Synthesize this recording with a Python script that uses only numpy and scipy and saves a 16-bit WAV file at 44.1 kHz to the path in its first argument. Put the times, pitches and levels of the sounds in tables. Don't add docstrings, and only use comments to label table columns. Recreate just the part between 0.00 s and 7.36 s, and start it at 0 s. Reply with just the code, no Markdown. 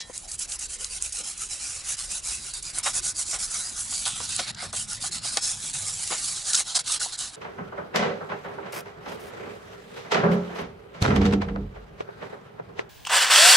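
import sys
import numpy as np
from scipy import signal
from scipy.io import wavfile
from scipy.ndimage import uniform_filter1d

SR = 44100
rng = np.random.default_rng(int(sys.argv[2]) if len(sys.argv) > 2 else 0)


def to_wav(sig):
    pcm = np.clip(np.atleast_2d(sig), -1, 1) * 32767
    pcm = np.round(pcm).astype(np.int16)
    wavfile.write(sys.argv[1], SR, pcm.T)


N = 324556
TIME = np.arange(N) / SR
MIC_TOP_HZ, MIC_STOP_HZ = 10980, 12360
HAND_DAMPING = .65


def amp(db):
    return 10 ** (np.asarray(db) / 20)


def rms_one(x):
    return x / np.sqrt(np.mean(x ** 2) + 1e-20)


def at_hz(points, hz):
    freqs, levels_db = np.transpose(points)
    return np.interp(np.log(hz), np.log(freqs), levels_db)


def drift(rate_hz):
    pole = np.exp(-2 * np.pi * rate_hz * 20 / SR)
    slow = signal.lfilter([1], [1, -2 * pole, pole * pole], rng.standard_normal(N // 20 + 3002))[3000:]
    return np.interp(np.arange(N) / 20, np.arange(len(slow)), rms_one(slow))


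def band(x, low_hz, high_hz):
    return signal.sosfilt(signal.butter(2, [low_hz, high_hz], "band", fs=SR, output="sos"), x)


# f/Hz, side re mid/dB
STEREO_WIDTH = [(60, -22), (170, -11.5), (400, 0), (1400, -3.5), (5000, -11)]
# f/Hz, left re right/dB
STEREO_BALANCE = [(1000, 0), (4000, -1), (9000, -1.8)]
def spread(mid, side, hz):
    lean = amp(at_hz(STEREO_BALANCE, hz) / 2)
    return (mid + amp(at_hz(STEREO_WIDTH, hz)) * side * [[1], [-1]]) * [[lean], [1 / lean]]


def coloured(source, spectrum, low_hz, high_hz, flicker_db, per_octave=3):
    out, edges = 0, np.geomspace(low_hz, high_hz, 1 + round(per_octave * np.log2(high_hz / low_hz)))
    for k, (low, high) in enumerate(zip(edges, edges[1:])):
        mid, side = band(source[k % 2], low, high)
        hz = np.sqrt(low * high)
        out = out + amp(at_hz(spectrum, hz) + flicker_db * drift(10.4)) * spread(mid, side, hz)
    return rms_one(out)


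# t/s, deep rumble/dB, engine drone/dB
TRAFFIC = [(0, -56, -58), (.7, -50.5, -61), (1.6, -57, -59), (2.1, -49.5, -57), (2.9, -52, -53),
           (3.6, -52, -55.5), (4.3, -57, -48), (5.0, -56, -49), (5.9, -56.5, -51), (6.5, -60.5, -58),
           (7.36, -60, -60)]
def outdoors():
    s, rumble_db, drone_db = np.transpose(TRAFFIC)
    white = rng.standard_normal((2, 2, N))
    rumble = coloured(white, [(20, -7), (70, -9.5)], 24, 68.2, flicker_db=-0.5)
    drone = coloured(white, [(80, 8), (100, 0.5), (250, -8)], 83.3, 269.5, flicker_db=3.5)
    air = coloured(white, [(250, -0.5), (450, -4), (4000, -5.5)], 257.4, 4530, flicker_db=5)
    traffic = amp(np.interp(TIME, s, rumble_db)) * rumble + amp(np.interp(TIME, s, drone_db)) * drone
    return traffic + amp(-53) * air


# f/Hz, level when rubbed/dB, level when tapped/dB, t60/s
WHEEL_MODES = [(812, -4, -30, .05), (1250, -4, -30, .03), (1480, 0, -30, .05), (1820, -22, -6, .35),
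               (1992, -19, -8, .2), (2280, -12, -9, .15), (3284, -10, -2, .22), (3865, -4, -1, .15),
               (4000, -9, 0, .2), (4740, -5, -20, .12), (4880, -3, -12, .15), (5443, 2, -8, .19),
               (5827, -2, -20, .12), (7829, -3, -20, .1)]
def wheel(force, tapped=False, wander_db=0, damping=1):
    out = 0
    for hz, rubbed_db, tapped_db, t60 in WHEEL_MODES:
        pole, angle = amp(-60 / (damping * t60 * SR)), 2 * np.pi * hz / SR
        gain = amp(tapped_db if tapped else rubbed_db) * np.sin(angle)
        drive = force * amp(wander_db * drift(0.92)) + 1e-18
        out = out + signal.lfilter([0, gain], [1, -2 * pole * np.cos(angle), pole * pole], drive)
    return out


def tap(at_s=0.0073):
    force = np.zeros(N)
    force[round(at_s * SR)] = amp(-39)
    return wheel(force, tapped=True)


# t/s, level/dB
FREE_RING = [(0, -4), (2.3, -3), (3.8, -4.5), (5.8, -2.5), (6.3, -4.5), (7.36, 3.5)]
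def rub_ring(strength, grains):
    ring = wheel(strength * grains, wander_db=3, damping=HAND_DAMPING)
    ring *= np.std(strength) / np.std(ring)
    ring *= amp(np.interp(TIME, *np.transpose(FREE_RING)) - 7.5)
    return ring * amp([[-1], [1]])


def bursts(events, below, above, rise, abruptness, side_db=0, first_grain_db=-40):
    out, size = np.zeros((2, N)), 4000
    for s, peak_db, hz, length_s, *width in events:
        octaves = max(width[0], .3) if width else 1
        grains = rng.standard_normal((2, size)) * rng.exponential(1, size)
        age = np.arange(size) / (length_s * SR)
        grains *= np.minimum(age / rise, 1) * np.exp(-age ** abruptness)
        grains[0, 0] = amp(first_grain_db)
        mid, side = band(grains, hz / 2 ** (below * octaves), min(hz * 2 ** (above * octaves), MIC_TOP_HZ))
        burst = amp(peak_db) / np.abs(mid).max() * spread(mid, amp(side_db) * side, hz)
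        at = round(s * SR)
        out[:, at:at + size] += burst[:, :N - at]
    return out


# t/s, peak/dB, f/Hz, length/s, width/octaves
SCUFFS = [(0.095, -35.5, 436, 0.0081, 1.2), (1.189, -44.5, 344, 0.044, 2.1), (2.288, -36, 1510, 0.032, 3.1),
          (2.77, -30, 1430, 0.025, 2.3), (2.858, -19, 1320, 0.022, 1.83), (3.325, -26.5, 1260, 0.038, 2.5),
          (3.915, -30.5, 1420, 0.029, 2.5), (4.056, -28.5, 1219, 0.029, 1.2),
          (4.197, -24.5, 870, 0.022, 3.2), (4.389, -17.5, 1170, 0.018, 3.4), (4.62, -34, 770, 0.031, 1.8),
          (4.728, -32.5, 910, 0.018, 1.6), (5.036, -34, 1090, 0.019, 1.3), (5.247, -37.5, 830, 0.012, 0.97),
          (5.368, -18, 1260, 0.011, 3.1), (5.745, -34, 1800, 0.015, 1.5), (6.1, -25, 1080, 0.033, 3.6),
          (6.118, -21, 1220, 0.026, 2.8), (6.54, -28, 1463, 0.0055, 0.4), (6.597, -31.5, 1220, 0.021, 2.4),
          (6.768, -33, 940, 0.007, 0.78), (6.89, -34, 1220, 0.016, 0.56), (6.955, -35.5, 1496, 0.011, 1.3),
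          (7.011, -27.5, 1510, 0.0051, 0.29), (7.059, -33, 900, 0.0054, 0.7)]
def scuffs():
    scrape = bursts(SCUFFS, below=0.51, above=0.44, rise=0.32, abruptness=1.37, side_db=-4)
    return scrape + amp(-35) * wheel(scrape.mean(axis=0), damping=HAND_DAMPING)


# t/s, peak/dB, f/Hz, length/s
SNAGS = [(0.003, -21, 4070, 0.023), (0.178, -15.5, 7600, 0.003), (0.316, -16, 6600, 0.0049),
         (0.3915, -16.5, 8360, 0.0086), (0.5195, -19, 4600, 0.0044), (0.5911, -17, 7840, 0.0087),
         (0.845, -13.5, 4700, 0.0028), (1.0236, -6.5, 8500, 0.0013), (1.124, -17, 7100, 0.011),
         (1.3755, -19, 7430, 0.0078), (2.537, -20, 7400, 0.0058), (2.626, -23, 7500, 0.0087),
         (2.7846, -11, 9400, 0.0076), (2.8345, -17, 7900, 0.0035), (3.1677, -16, 7200, 0.0016),
         (4.0562, -19.5, 3500, 0.016), (4.3595, -22, 7300, 0.0027), (4.364, -9.5, 7700, 0.0021),
         (4.3909, -17.5, 4170, 0.017), (4.5471, -27.5, 4500, 0.0049), (4.7285, -20, 6550, 0.012),
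         (4.932, -12, 7100, 0.0013), (5.3717, -6.5, 5220, 0.0023), (6.5326, -5.5, 4860, 0.0027),
         (6.537, -10, 6680, 0.0035), (6.546, -6, 4840, 0.012), (6.7526, -11.5, 4550, 0.018),
         (6.9197, -12, 7200, 0.0041), (6.924, -10, 6200, 0.0014), (7.0045, -17, 7220, 0.0031),
         (7.1901, -11.5, 6500, 0.001)]
def snags():
    return bursts(SNAGS, below=0.34, above=0.73, rise=0.027, abruptness=6.2, first_grain_db=18)


# t/s, f/Hz, level re coarse grit/dB
HAND_HOLLOW = [(0, 3610, -33), (.55, 2720, -14), (1.799, 2646, -15), (2.399, 4130, -21), (3.499, 5140, -9),
               (3.98, 4900, -46), (4.06, 3500, 4), (4.2, 3400, -7.5), (4.31, 5120, -13), (4.399, 4120, -1),
               (4.698, 4010, 0), (5.099, 4450, -30), (5.499, 3670, -17), (6.498, 4185, -4.5),
               (7.36, 4100, -8)]
def hollow(grains, width_hz):
    s, hz, level_db = np.transpose(HAND_HOLLOW)
    slow = signal.sosfilt(signal.butter(2, width_hz / 2, fs=SR, output="sos"), grains)
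    phase = 2 * np.pi * np.cumsum(np.interp(TIME, s, hz)) / SR
    return amp(np.interp(TIME, s, level_db)) * rms_one(slow * np.sin(phase)) * amp([[-1], [1]])


# t/s, f/Hz, depth/dB
SCRATCH_GAP = [(0.3, 3620, -3), (1.5, 3380, -2), (3.2, 2860, -8.5), (4.1, 2120, -8.5), (5.8, 2829, -4.5),
               (6.799, 2220, -12), (7.36, 2520, -4)]
def gap(scratch, q=4, block=512):
    s, hz, depth_db = np.transpose(SCRATCH_GAP)
    out, state = np.zeros_like(scratch), np.zeros((2, 2))
    for i in range(0, N, block):
        angle = 2 * np.pi * np.interp(i / SR, s, hz) / SR
        cut = amp(np.interp(i / SR, s, depth_db) / 2)
        width = np.sin(angle) / (2 * q)
        b = [1 + width * cut, -2 * np.cos(angle), 1 - width * cut]
        a = [1 + width / cut, -2 * np.cos(angle), 1 - width / cut]
        out[:, i:i + block], state = signal.lfilter(b, a, scratch[:, i:i + block], zi=state)
    return out


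def grit(per_s, size_db):
    sizes = amp(size_db * np.minimum(rng.exponential(1, (2, 1, N)), 5))
    caught = rng.random((2, 1, N)) < per_s / SR
    return rng.standard_normal((2, 2, N)) * sizes * caught


# t/s, level at the turn/dB, fastest point/0-1, fine grit/dB
STROKES = [(0.0, -56, 0.9, -47), (0.126, -50, 0.43, -36), (0.221, -45, 0.5, -42.5),
           (0.27, -56, 0.57, -38.5), (0.312, -41, 0.43, -32), (0.37, -57, 0.51, -31),
           (0.468, -55, 0.55, -31.5), (0.577, -56, 0.56, -30.5), (0.679, -55, 0.43, -32.5),
           (0.78, -52, 0.46, -31), (0.888, -44, 0.57, -32), (0.998, -45, 0.42, -32),
           (1.111, -43.5, 0.54, -31.5), (1.234, -47, 0.34, -32.5), (1.36, -44, 0.62, -31.5),
           (1.486, -46, 0.36, -31.5), (1.592, -40, 0.55, -31.5), (1.723, -34.5, 0.28, -32.5),
           (1.829, -43.5, 0.6, -27), (1.965, -52, 0.41, -30.5), (2.086, -42, 0.44, -27.5),
           (2.214, -55, 0.49, -28.5), (2.392, -38, 0.62, -33.5), (2.529, -50, 0.36, -34.5),
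           (2.617, -51, 0.55, -33), (2.726, -48, 0.44, -30.5), (2.824, -57, 0.43, -24.5),
           (2.926, -39, 0.54, -24), (3.013, -50, 0.48, -25.5), (3.134, -55, 0.6, -26.5),
           (3.248, -42.5, 0.48, -29), (3.385, -45, 0.25, -28.5), (3.492, -38.5, 0.3, -28.5),
           (3.728, -37.5, 0.63, -31), (3.839, -35, 0.59, -28), (4.053, -37.5, 0, -27),
           (4.114, -34, 0.58, -32.5), (4.278, -39, 0.31, -30), (4.435, -38, 0.76, -36.5),
           (4.517, -47, 0.1, -72), (4.537, -63, 0.7, -36.5), (4.681, -50, 0.4, -47),
           (4.721, -68, 0.44, -29.5), (4.869, -55, 0.42, -31.5), (4.993, -47, 0.53, -29.5),
           (5.106, -64, 0.43, -31.5), (5.206, -55, 0.58, -29.5), (5.319, -40, 0.39, -30.5),
           (5.406, -47, 0.4, -26.5), (5.574, -38.5, 0.68, -29.5), (5.73, -43, 0.28, -30),
           (5.841, -33, 0.13, -29.5), (5.964, -33.5, 0.64, -30), (6.164, -33, 0.76, -29),
           (6.313, -30, 0.17, -30), (6.432, -39.5, 0.66, -25), (6.522, -29.5, 0.55, -24.5),
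           (6.637, -48, 0.59, -33), (6.745, -36.5, 0.4, -22), (6.788, -48, 0.03, -28.5),
           (6.829, -63, 0.56, -26.5), (6.993, -73, 0.31, -29), (7.122, -43, 0.32, -34),
           (7.171, -78, 0.31, -31.5), (7.315, -52, 0.62, -43)]
def hand(plateau=1.136, lull_power=1.76):
    start, turn_db, fastest, fine_db = np.transpose(STROKES)
    stroke = np.searchsorted(start, TIME, side="right") - 1
    lengths = np.diff(start, append=N / SR)
    skew = np.log(.5) / np.log(np.clip(fastest[stroke], .1, .9))
    along = ((TIME - start[stroke]) / lengths[stroke]) ** skew
    speed = (np.tanh(plateau * np.abs(np.sin(np.pi * along))) / np.tanh(plateau)) ** lull_power
    turning = amp(np.interp(TIME, start, turn_db))
    return turning * (1 - speed) + amp(fine_db[stroke]) * speed


# f/Hz, level per Hz/dB
SCRATCH_SPECTRUM = [(350, -43), (600, -20), (800, -10.5), (950, -13.5), (1300, -8.5), (1550, -9),
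                    (1850, -10.5), (2300, -4.5), (2800, -5), (3400, -7), (4000, -3.5), (5500, -1),
                    (7000, 4.5), (11000, 1)]
# t/s, coarse grit/dB, rustle/dB (both re fine grit at median strength)
GRIP = [(0, -7, -17), (.3, -10.5, -20), (1.8, -7.5, -16), (2.65, -6.5, -16.5), (2.86, -5.5, -10.5),
        (3.05, -7, -21.5), (3.6, -8.5, -13), (3.95, -8, -18.5), (4.1, -4.5, -13), (4.35, -4.5, -14),
        (4.55, -1, 3.5), (4.8, -9, -16), (5.25, -1.5, -11), (5.5, -8, -15.5), (6.451, -6.5, -15),
        (6.75, -2.5, -8), (6.9, -4, -11), (7.36, -5, -11.5)]
def sanding():
    s, coarse_db, rustle_db = np.transpose(GRIP)
    strength = hand()
    evening_out = (strength / np.median(strength)) ** -0.2
    strength *= amp(1.2 * drift(25) + 1.1 * drift(200))
    grains = grit(per_s=14000, size_db=1.5)
    hiss = coloured(grains[::-1], SCRATCH_SPECTRUM, 5500, 12500, flicker_db=2.1, per_octave=10)
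    rasp = coloured(grains, SCRATCH_SPECTRUM, 2500, 5500, flicker_db=4.2, per_octave=10)
    rasp += hollow(grains[1, 1], width_hz=850)
    rasp *= amp(np.interp(TIME, s, coarse_db))
    rustle = coloured(grains[::-1], SCRATCH_SPECTRUM, 350, 2500, flicker_db=4.5, per_octave=8)
    rustle *= amp(np.interp(TIME, s, rustle_db))
    scratch = strength * (hiss + evening_out * (rasp + rustle))
    return gap(scratch) + rub_ring(strength, grains[0, 1])


def scene():
    return snags() + scuffs() + sanding() + tap() + outdoors()


def record(dry):
    rolled = signal.sosfilt(signal.ellip(8, .3, 40, MIC_TOP_HZ, fs=SR, output="sos"), dry)
    return signal.sosfilt(signal.cheby2(12, 40, MIC_STOP_HZ, fs=SR, output="sos"), rolled)


dry = scene()
out = record(dry)
to_wav(out)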